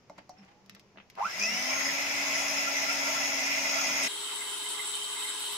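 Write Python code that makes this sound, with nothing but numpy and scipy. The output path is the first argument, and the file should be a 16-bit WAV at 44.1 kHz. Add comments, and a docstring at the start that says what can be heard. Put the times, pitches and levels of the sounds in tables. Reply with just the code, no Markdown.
"""An electric hand mixer, its motor whining up to speed and rattling its housing, whips batter in a glass bowl.
Before it starts, the beaters knock on the bowl, the grip shifts and plastic clicks in a quiet small kitchen.
Taps of brushes and gears excite resonances, slots and bars give the whine, low multiples of the turn the hum.
Wires graze the glass as sines and tick as bright noise bursts; damped modes sound the knocked bowl.
Near the end the scene cuts to such mixing played half again as fast, so higher, and turned down."""
import sys
import numpy as np
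from scipy import signal
from scipy.fft import rfft, irfft, next_fast_len
from scipy.io import wavfile
from scipy.ndimage import map_coordinates

SR = 44100
rng = np.random.default_rng(int(sys.argv[2]) if len(sys.argv) > 2 else 0)


def materialize(psi):
    """Save the field psi as 16-bit PCM at rate SR to the path in sys.argv[1].

    A 1-D psi becomes a single channel; in a 2-D psi each row is a channel.
    """
    bounded = np.clip(np.atleast_2d(psi).T, -1, 1)
    quanta = np.round(bounded * 32767).astype(np.int16)
    wavfile.write(sys.argv[1], SR, quanta)


N = 245637
TIME = np.arange(N) / SR
FULL_SPEED = 277   # reference speed, turns per s


def from_db(db):
    """Level as a logarithm: 20 dB is a tenfold amplitude."""
    return 10 ** (np.asarray(db) / 20)


def rms_one(x):
    """Normalization to unit effective value."""
    return x / np.sqrt(np.mean(x ** 2) + 1e-20)


def at_hz(points, hz):
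    """Linear interpolation of a spectrum on a logarithmic frequency axis."""
    f, value = np.transpose(points)
    return np.interp(np.log(np.maximum(hz, 1)), np.log(f), value)


def panned(pan_db):
    """Constant-power panning: left and right gains for a given level difference."""
    gains = from_db(np.array([pan_db, -pan_db]).reshape(2, -1) / 2)
    return gains / np.sqrt(np.mean(gains ** 2, axis=0))


def drift(rate):
    """Slow random modulation: a smooth curve through random knots of spread 1, rate of them per second."""
    knots, coarse = rng.standard_normal(4000), TIME[::25]
    return np.interp(TIME, coarse, map_coordinates(knots, [coarse * rate], order=2))


def swell(s, length_s):
    """Gaussian envelope round a moment; the length is its full width at half power."""
    return np.exp(-2 * np.log(2) * np.minimum(((TIME - s) / length_s) ** 2, 20))


def band(x, low_hz, high_hz, order=2):
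    """Causal Butterworth band-pass."""
    high_hz = min(high_hz, .48 * SR)
    edges = [min(low_hz, high_hz - 1), high_hz]
    sos = signal.butter(order, edges, "band", fs=SR, output="sos")
    return signal.sosfilt(sos, x + 1e-18)


def resonances(peaks, hz):
    """Resonance response: power gains of several peaks add for a tone of this pitch."""
    power = 0
    for centre, width, db in peaks:
        detuning = 2 * (hz - centre) / width
        power = power + from_db(db) ** 2 / (1 + detuning ** 4)
    return np.sqrt(power)


# interaural coherence: (f/Hz, correlation of the two ears)
LIKENESS = [(60, 0.89), (280, 0.78), (900, 0.77), (1400, 0.15), (2550, 0.22), (3200, 0.041), (6000, 0.035)]


def two_ears(mid, side, hz):
    """Interaural coherence: bass reaches both ears nearly alike, treble by nearly unrelated paths."""
    alike = np.clip(at_hz(LIKENESS, hz), -1, 1)
    common = np.sqrt(1 + alike) * mid
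    opposed = np.sqrt(1 - alike) * side * [[1], [-1]]
    return (common + opposed) / np.sqrt(2)


def noise(spectrum, pan, playback=1):
    """Spectral shaping: stereo random noise is given a set level per Hz, shifted up by the playback speed."""
    size = next_fast_len(N)
    hz = np.arange(size // 2 + 1) * SR / size / playback
    ears = two_ears(*rfft(rng.standard_normal((2, size))), hz)
    shaped = ears * from_db(at_hz(spectrum, hz)) * panned(at_hz(pan, hz))
    return irfft(shaped, size)[:, :N] * np.sqrt(SR / 2 / playback)


def tone(turns, flutter_db, flutter_rate=14, wander=0.58):
    """Random amplitude and phase modulation of a sine, independent at each ear; rms 1 without flutter."""
    ears = []
    for _ in range(2):
        phase = 2 * np.pi * turns + wander * drift(flutter_rate)
        ears.append(np.sqrt(2) * np.sin(phase) * from_db(flutter_db * drift(flutter_rate)))
    return np.array(ears)


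def contact(s, decay_s, grit):
    """Impact excitation: a unit impulse with a short exponentially decaying noise tail, unlike at each ear."""
    age = TIME[:N // 50]
    tail = rng.standard_normal((2, len(age))) * np.exp(-age / decay_s)
    burst = grit * tail / np.sqrt(decay_s * SR / 2)
    burst[:, 0] += 1
    out = np.zeros((2, N))
    start = round(s * SR)
    out[:, start:start + len(age)] = burst
    return out


# quiet kitchen, spectral density: (f/Hz, level/dB per Hz)
KITCHEN_SPECTRUM = [(25, -99), (60, -96), (130, -87.5), (190, -92), (400, -93), (800, -98), (1600, -104),
                    (2300, -103), (3800, -111), (5600, -107), (7000, -113), (8000, -128), (15000, -129)]


def kitchen_hush():
    """Stationary background noise with most of its power in the bass."""
    return noise(KITCHEN_SPECTRUM, [(100, -0.69), (8000, 1)])   # pan: f/Hz, left re right/dB


ROOM_T60_S, TAIL_DB = 0.18, -11   # reverberation time; tail re direct sound


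def room(x, wall_cut_hz=7000):
    """Diffuse reverberation: the direct sound plus an exponentially decaying tail, dulled by the walls."""
    age = TIME[:SR // 2]
    tail = band(rng.standard_normal((2, len(age))), 526, wall_cut_hz, order=4)
    tail *= from_db(-60 * age / ROOM_T60_S) * (age > .004)
    tail /= np.sqrt(np.sum(tail ** 2, axis=1, keepdims=True))
    return x + from_db(TAIL_DB) * signal.fftconvolve(x, tail, axes=1)[:, :N]


NOTE_START_S, NOTE_LENGTH_S = .294, 0.34
NOTE_HZ, NOTE_RISE_HZ_PER_S = 720, 420
NOTE_PING_DB, NOTE_PING_S, NOTE_HOLD_DB = -50.5, 0.024, -70.5   # ping level, its decay, lingering level


def faint_note(release_s=.05):
    """Frequency glide: a thin note pings with a knock, then lingers faintly, wavering as it rises."""
    age = np.maximum(TIME - NOTE_START_S, 0)
    gate = (age > 0) * np.clip((NOTE_LENGTH_S - age) / release_s + .5, 0, 1)
    level = from_db(NOTE_PING_DB) * np.exp(-age / NOTE_PING_S) + from_db(NOTE_HOLD_DB)
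    turns = np.cumsum(NOTE_HZ + NOTE_RISE_HZ_PER_S * age) / SR
    return gate * level * tone(turns, 3.5, 55, .9)


# resonances of housing, beaters and bowl: (f/Hz, width/Hz, level/dB, left re right/dB)
BODY = [(197.6, 21.4, -17.5, 2), (249.5, 60, -17.5, 4), (576.6, 54, -11, 3.5), (650, 90, -8.5, -3.5),
        (761, 99, -12, -1.5), (892, 32, -9.5, 4), (974, 62, -13, 0.5), (1075, 77, -14, 1),
        (1358, 188, -11, -5), (1755, 153, -13, 3.5), (1930, 49, -11, -14), (2053, 126, -1.07, -4),
        (2574, 426, -8, 1), (3510, 520, -23.5, -18), (4053, 98, -16.5, -0.5), (4874, 300, -14, -5),
        (5157, 133, -5, 6.5), (5335, 230, -7, 1), (5590, 93, -10, 0), (5960, 280, -8.5, 9.5),
        (6580, 420, -13.5, 5.5), (6990, 140, -19, 14), (7800, 2540, -26, 2), (12000, 630, -26, 24),
        (13500, 750, -24.5, 28)]


def housing(x):
    """Forced vibration: the body's resonances ring along with whatever touches it."""
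    return sum(from_db(db) * band(x, hz - width / 2, hz + width / 2, order=1) for hz, width, db, _ in BODY)


# the grip shifts on the handle; the last two rows are short low hums of the body during the run-up:
# (t/s, length/s, rustle level/dB, dull hum level/dB)
GRIPS = [(0.183, 0.017, -56, -56), (0.411, 0.046, -61, -55), (0.504, 0.051, -65, -83),
         (0.73, 0.11, -86, -60), (0.856, 0.066, -84, -67), (0.99, 0.043, -83, -62),
         (1.201, 0.049, -51, -57), (1.261, 0.014, -70, -50), (1.563, 0.082, -71, -53)]


def handling(direct_db=-3):
    """Friction noise and resonance: fingers rub the plastic, and the hollow body hums in a narrow band."""
    friction = rng.standard_normal((2, N)) * from_db(5.8 * drift(110))
    through_body = housing(band(friction, 500, 4900, order=6))
    rub = rms_one(through_body + from_db(direct_db) * band(friction, 580, 2900))
    hum = rms_one(band(rng.standard_normal(N), 188.6, 199.0))
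    out = 0
    for s, length_s, rustle_db, hum_db in GRIPS:
        out = out + swell(s, length_s) * (from_db(rustle_db) * rub + from_db(hum_db) * hum)
    return out


# clicks of switch, grip and beater sockets:
# (t/s, relative level/dB, lowest f/Hz, highest f/Hz, decay time constant/s)
CLICKS = [(0.661, -19, 3000, 15000, .004), (0.696, -3, 1270, 14200, 0.0032),
          (0.749, -7, 1190, 14000, 0.0042), (0.765, -10.5, 597, 4000, 0.0062),
          (.796, -11.5, 2170, 14100, 0.0057), (.959, -10, 250, 1730, 0.0038),
          (.973, -3.5, 200, 3270, 0.006), (0.984, -5, 200, 3370, 0.0065), (1.001, -5, 200, 3220, 0.006),
          (1.1, -8.5, 1770, 15000, 0.0045), (1.153, -14.5, 2030, 14000, .004)]


def clicks(direct_db=-5, crack_db=-14.5, level_db=-15, crack_low_hz=10500):
    """Impulse response: plastic snaps are heard directly, crack brightly and set the housing ringing."""
    snaps = 0
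    for s, db, low, high, decay_s in CLICKS:
        snaps = snaps + from_db(db) * band(contact(s, decay_s, grit=1.66), low, high, order=5)
    body = band(housing(snaps) + from_db(direct_db) * snaps, 60, 5200, order=5)
    crack = from_db(crack_db) * band(snaps, crack_low_hz, 20000, order=1)
    return from_db(level_db) * (body + crack)


# rough narrow rings, first from the touched beaters, later as the motor runs up:
# (t/s, length/s, f/Hz, level/dB)
NARROW_RINGS = [(0.31, 0.015, 5750, -69), (0.395, 0.024, 5360, -69), (1.56, .014, 5270, -39.5),
                (1.683, 0.16, 5270, -45.5), (1.79, 0.18, 2018, -41), (1.87, 0.046, 5150, -45.5),
                (2.333, 0.033, 2085, -39)]


def narrow_rings(rough_db=7.0, wander=1.94):
    """Narrow-band resonance: each row sets one narrow resonance ringing roughly."""
    out = 0
    for s, length_s, hz, db in NARROW_RINGS:
        out = out + from_db(db) * swell(s, length_s) * tone(hz * TIME, rough_db, 220, wander)
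    return out


# idle beaters against the bowl: (t/s, blow level/dB, relative clink level/dB, hardness cutoff f/Hz)
KNOCKS = [(.0975, -32.5, -20.5, 1300), (.1795, -51, -6, 3000), (.1825, -39.5, -14.5, 4500),
          (.294, -39.5, -7.5, 1100), (.449, -66, 6, 3000)]
# modes of the bowl full of batter: (f/Hz, relative level/dB, reverberation time t60/s)
BOWL = [(186, -11, 0.13), (296, -15, 0.29), (572, 1, 0.06), (640, -1.5, 0.049), (717, -2, 0.052),
        (790, -7, .04), (872, -2.5, 0.09), (1070, 2, 0.013), (1420, -8, 0.027), (2120, -6.5, 0.028),
        (3970, -16, 0.022)]
CLINK_HZ, CLINK_WIDTH_HZ = 5470, 2700


def knocks(spread_db=2.0, tick_db=-19):
    """Modal excitation: each blow, on another spot, drives the damped modes anew, and the wires clink."""
    blows, clinks = np.zeros((len(KNOCKS), N)), np.zeros((2, N))
    for blow, (s, db, clink_db, hard_hz) in zip(blows, KNOCKS):
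        blow[round(s * SR)] = from_db(db)
        blow[:] = band(blow, 40, hard_hz, order=1)
        clinks += from_db(db + clink_db + 21.5) * contact(s, decay_s=0.0071, grit=1.4)
    out = band(clinks, CLINK_HZ - CLINK_WIDTH_HZ / 2, CLINK_HZ + CLINK_WIDTH_HZ / 2, order=3)
    out += from_db(tick_db) * band(clinks, 9500, 15000)   # steel on glass adds a fine tick
    for k, (hz, db, t60) in enumerate(BOWL):
        radius, angle = from_db(-60 / (t60 * SR)), 2 * np.pi * hz / SR   # pole of a decaying sine
        spot_db = spread_db * rng.standard_normal(len(KNOCKS))
        drive = ((-1) ** k * from_db(db - 7.5 + spot_db)) @ blows
        out += signal.lfilter([0, np.sin(angle)], [1, -2 * radius * np.cos(angle), radius ** 2], drive)
    return out


# a beater grazes the glass: (t/s, length/s, level/dB)
GRAZES = [(1.756, 0.057, -43.5), (2.3, 0.027, -61), (2.682, 0.023, -39.5), (2.9, 0.018, -37),
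          (3.06, 0.025, -37), (3.106, 0.011, -51), (3.17, 0.016, -36), (3.324, 0.028, -48),
          (3.489, 0.016, -47), (3.779, 0.034, -37), (4.32, 0.032, -43), (4.424, 0.011, -34.5),
          (4.658, 0.017, -37), (4.75, 0.0098, -38), (4.801, 0.01, -28.5), (5.179, 0.031, -38.5),
          (5.254, 0.0085, -30.5), (5.52, 0.017, -41.5)]
GLASS_HZ, GLASS_PAN_DB = 1380, -9.5   # pitch at normal playback; left re right


def grazes(playback, rough_db=2.5, wander=1.13):
    """Sustained excitation: wires brushing the bowl keep one mode of the glass ringing unsteadily."""
    pressure = sum(from_db(db) * swell(s, length_s) for s, length_s, db in GRAZES)
    singing = tone(GLASS_HZ * playback * TIME, rough_db, 120 * playback, wander)
    return pressure * panned(GLASS_PAN_DB) * singing


# the spinning beater wires tick against the glass: (t/s, level before the band-pass/dB)
TICKS = [(1.397, -6), (1.425, -5), (1.436, -4.5), (1.455, -6), (2.344, -20), (2.4, -8), (2.48, -8),
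         (2.822, -7), (4.634, -11), (4.688, -9), (4.873, -6), (4.893, -10), (4.953, -6.5)]
TICK_LOW_HZ, TICK_HIGH_HZ, TICK_DECAY_S = 4900, 6400, 0.009   # band at normal playback


def ticks(playback):
    """Band-limited impacts: short bright ticks of steel wire that stand out of the rattle."""
    hits = sum(from_db(db) * contact(s, TICK_DECAY_S, grit=3.1) for s, db in TICKS)
    return band(hits, TICK_LOW_HZ * playback, TICK_HIGH_HZ * playback, order=4)


# cooling air, spectral density before the speed scaling: (f/Hz, level/dB per Hz)
AIR = [(25, -105), (60, -90.5), (110, -86.5), (200, -80), (450, -80.5), (1000, -81), (2000, -74.5),
       (3000, -75.5), (4400, -79), (6500, -78), (7600, -90.5), (10500, -92), (15000, -91)]
# direction of the air: (f/Hz, left re right/dB)
AIR_PAN = [(100, -2.5), (400, 1.5), (1300, -12.5), (3500, 11), (14000, 2)]


def cooling_air(effort, playback):
    """Flow noise: broadband sound that grows with speed."""
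    return noise(AIR, AIR_PAN, playback) * np.sqrt(effort)


GRIND_DB, GRIND_ATTACK_S, GRIND_DECAY_S = -36.5, 0.032, 0.05


def grind(age):
    """Transient band noise: the gears take up the load with a short rasp."""
    attack = np.minimum(age / GRIND_ATTACK_S, 1) ** 2
    decay = np.exp(-np.maximum(age - GRIND_ATTACK_S, 0) / GRIND_DECAY_S)
    rasp = rms_one(band(rng.standard_normal((2, N)), 690, 1160))
    return from_db(GRIND_DB) * attack * decay * rasp


# rotor tones, from imbalance, cooling fan and gears:
# (multiple of the turn, level/dB, phase wander/rad, left re right/dB, level flutter/dB)
ROTOR_TONES = [(1, -49, 0.27, 8, 1.5), (2, -63, 0.62, -3.5, 6), (3, -60, 0.4, 2, 3.5),
               (4, -62, .34, 10, 1.5), (5, -66, 0.69, -9, -1), (8, -59.5, 0.83, 4, 4.5),
               (9, -52.5, 0.71, -4.5, 2)]
# resonances that lift each tone as it passes through them: (f/Hz, width/Hz, lift/dB)
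ROTOR_PEAKS = [(403, 70, 7), (727, 78, 10), (1060, 50, 12.5), (1320, 50, 10), (2035, 120, 17),
               (2170, 180, 8.5), (2520, 100, 9)]
HUM_FULL_AT = 0.75   # share of full speed at which the rotor tones are all there


def rotor(turns, speed, lowest_hz=175, flutter_rate=32):
    """Harmonic excitation: multiples of the turn climb through resonances; a small housing radiates no bass."""
    tones = 0
    for multiple, db, wander, pan_db, flutter_db in ROTOR_TONES:
        lift = np.hypot(1, resonances(ROTOR_PEAKS, multiple * speed))
        line = tone(multiple * turns, flutter_db, flutter_rate, wander)
        tones = tones + from_db(db) * lift * panned(pan_db) * line
    growth = np.minimum(speed / FULL_SPEED / HUM_FULL_AT, 1) ** 5.4
    return band(tones * growth, lowest_hz, 9800, order=4)


# how the rattle follows the circling, from churning batter up to the brushes:
# (f/Hz, swing/dB, creep/dB per s)
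STIRRING = [(780, 1.1, 0.47), (1330, 2.5, 0), (2020, -0.5, 0.5), (5200, 0.5, 1.4)]
# interaural phase, by which the rattle reaches the left ear later: (f/Hz, lag/rad)
EAR_LAG = [(200, -0.55), (620, 0.9), (950, -0.86), (1365, 0.74), (1800, 3), (2050, 2), (2260, 1),
           (2550, 0.54), (4700, 2)]
RATTLE_DB, FLICKER_DB = -15.5, 1.9   # gain at full speed; random flicker at normal playback


def rattle(body, turns, stir, since, playback, flicker_db, blade_depth=0.1, uneven_db=0.5):
    """Repeated impacts: brushes and gear teeth tap the body 24 times a turn, harder as a beater blade bites."""
    at = np.flatnonzero(np.diff(np.floor(24 * turns)))   # samples of the taps
    bite = 1 + blade_depth * np.cos(np.pi / 2 * turns[at])   # one bite every four turns
    lumps_db = uneven_db * drift(13)[at]
    stirring = np.array(STIRRING)
    out = np.zeros((2, N))
    for hz, width, db, pan_db in body:
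        swing_db = at_hz(stirring[:, :2], hz) * stir[at]
        creep_db = at_hz(stirring[:, ::2], hz) * since[at]
        load_db = swing_db + creep_db + lumps_db
        strength = bite * from_db(db + load_db + flicker_db * drift(45)[at])
        taps = np.zeros((2, N))
        taps[:, at] = strength * two_ears(*rng.standard_normal((2, len(at))), hz)
        lag = round(at_hz(EAR_LAG, hz) * SR / (2 * np.pi * hz * playback))
        taps[0] = np.roll(taps[0], lag)
        ringing = band(taps, (hz - width / 2) * playback, (hz + width / 2) * playback)
        out += panned(pan_db) * ringing
    return from_db(RATTLE_DB) * out * np.sqrt(SR / (24 * FULL_SPEED)) / playback


# twelve armature slots and 24 commutator bars: (multiple of the turn, level/dB, left re right/dB, phase wander/rad)
WHINE_ORDERS = [(12, -1, -1, 0.88), (24, -9.5, 9, 0.39), (36, -20.5, 1, 1.5), (48, -23.5, 2, 3)]
# resonances that the whine sweeps through as the motor speeds up: (f/Hz, width/Hz, level/dB)
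WHINE_PEAKS = [(916, 320, -27), (1315, 160, -29), (1690, 340, -60), (2050, 140, -40.5), (2525, 170, -29.5),
               (2820, 217, -43), (3220, 620, -55.5), (4270, 720, -54), (5320, 360, -24.5), (6000, 660, -34),
               (6522, 270, -32), (9650, 3300, -37)]
FLUTTER_DB, WHINE_SWING_DB = 2.0, 3.5   # random flutter; swing round a circle
START_SHUDDER = 3.4   # rad at 24 times the turn, per root of the relative starting current


def whine(turns, speed, current, sway, full_at=0.24):
    """Swept resonance: slot and bar tones climb through peaks; the heavy starting current roughens their phase."""
    shudder = START_SHUDDER * np.sqrt(np.minimum(current, .12)) * drift(260) / (48 * np.pi)   # in turns
    out = 0
    for multiple, db, pan_db, wander in WHINE_ORDERS:
        line = tone(multiple * (turns + shudder), FLUTTER_DB, 40, wander)
        gain = from_db(db) * resonances(WHINE_PEAKS, multiple * speed)
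        out = out + gain * panned(pan_db) * line
    rise = np.minimum((1 - current) / full_at, 1) ** 2
    return out * rise * from_db(WHINE_SWING_DB * sway)


# brief excess over the cruising speed: (t/s, length/s, extra turns per s)
OVERSHOOT = (2.08, .3, 3)
SWITCH_ON_S, SPIN_UP_S = 1.157, .202   # start; time constant of the run-up
CIRCLING_ONSET_S = 0.96   # the circles widen over this time after the switch
RISE_POWER, MAINS_HZ = 1.01, 50   # power of speed that rattle and air grow with; mains frequency


def mixer(body, circling, cruise, playback, whine_db=0, flicker_db=FLICKER_DB):
    """Exponential run-up: sound grows with speed, sways with the circling and throbs at twice the mains."""
    (loudest_s, circle_s), (cruising, creep, swing) = circling, cruise
    age, since = np.maximum(TIME - SWITCH_ON_S, 0), TIME - loudest_s
    stir = np.cos(2 * np.pi * since / circle_s)
    sway = stir * np.minimum(age / CIRCLING_ONSET_S, 1) ** 2
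    current = np.exp(-age / SPIN_UP_S)   # relative starting current
    over_s, over_length_s, over_speed = OVERSHOOT
    speed = (cruising + creep * since + swing * stir) * (1 - current)
    speed = speed + over_speed * swell(over_s, over_length_s)
    turns, effort = np.cumsum(speed) * playback / SR, speed / FULL_SPEED
    rush = rattle(body, turns, sway, since, playback, flicker_db) + cooling_air(effort, playback)
    throb_depth = .55 * np.sqrt(np.minimum(current / .12, 1))
    throb = 1 + throb_depth * np.cos(4 * np.pi * MAINS_HZ * age)
    singing = throb * (from_db(whine_db) * whine(turns, speed, current, sway) + grind(age))
    wires = grazes(playback) + ticks(playback)
    return (age > 0) * (effort ** RISE_POWER * rush + rotor(turns, speed) + singing + wires)


# the beaters are led round the bowl in circles: (t/s at the loudest point, period/s)
CIRCLING = (3.13, .71)
FAST_CIRCLING = (4.81, .44)
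# cruising speed before playback: (turns per s, creep/turns per s per s, swing round a circle/turns per s)
CRUISE = (276.7, -2.9, .7)
FAST_CRUISE = (277.7, 1.8, 1.3)
# two narrow rings of the normal part only: (f/Hz, width/Hz, level/dB, left re right/dB)
PASSING_RING = [(2022, 63, -6.5, -4), (2280, 89, -4, 4.7)]
CUT_IN_S, CUT_OUT_S = 4.03, 4.078   # midpoints of the fast part's fade-in and the normal part's fade-out
FAST_PLAYBACK, FAST_DB, FAST_WHINE_DB, FAST_FLICKER_DB = 1.5, -6.5, -15, 2.4


def scene(lift_db=-7, lift_hz=7500):
    """Superposition: handling, start and steady mixing, briefly overlapped by sped-up mixing with a treble lift."""
    fade_out = np.clip((CUT_OUT_S - TIME) / 0.0091 + .5, 0, 1)
    fade_in = np.clip((TIME - CUT_IN_S) / 0.01 + .5, 0, 1)
    before_start = knocks() + clicks() + faint_note()
    hums_and_rings = handling() + narrow_rings()
    running = mixer(BODY + PASSING_RING, CIRCLING, CRUISE, 1)
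    normal = room(before_start + hums_and_rings + running) + kitchen_hush()
    fast = room(mixer(BODY, FAST_CIRCLING, FAST_CRUISE, FAST_PLAYBACK, FAST_WHINE_DB, FAST_FLICKER_DB))
    fast = fast + from_db(lift_db) * band(fast, lift_hz, 16400, order=1)
    return fade_out * normal + fade_in * from_db(FAST_DB) * fast


CUTOFF_HZ = 15650


def record(dry):
    """Elliptic low-pass filtering: the top is cut steeply."""
    return signal.sosfilt(signal.ellip(10, .1, 80, CUTOFF_HZ, fs=SR, output="sos"), dry)


dry = scene()
out = record(dry)
materialize(out)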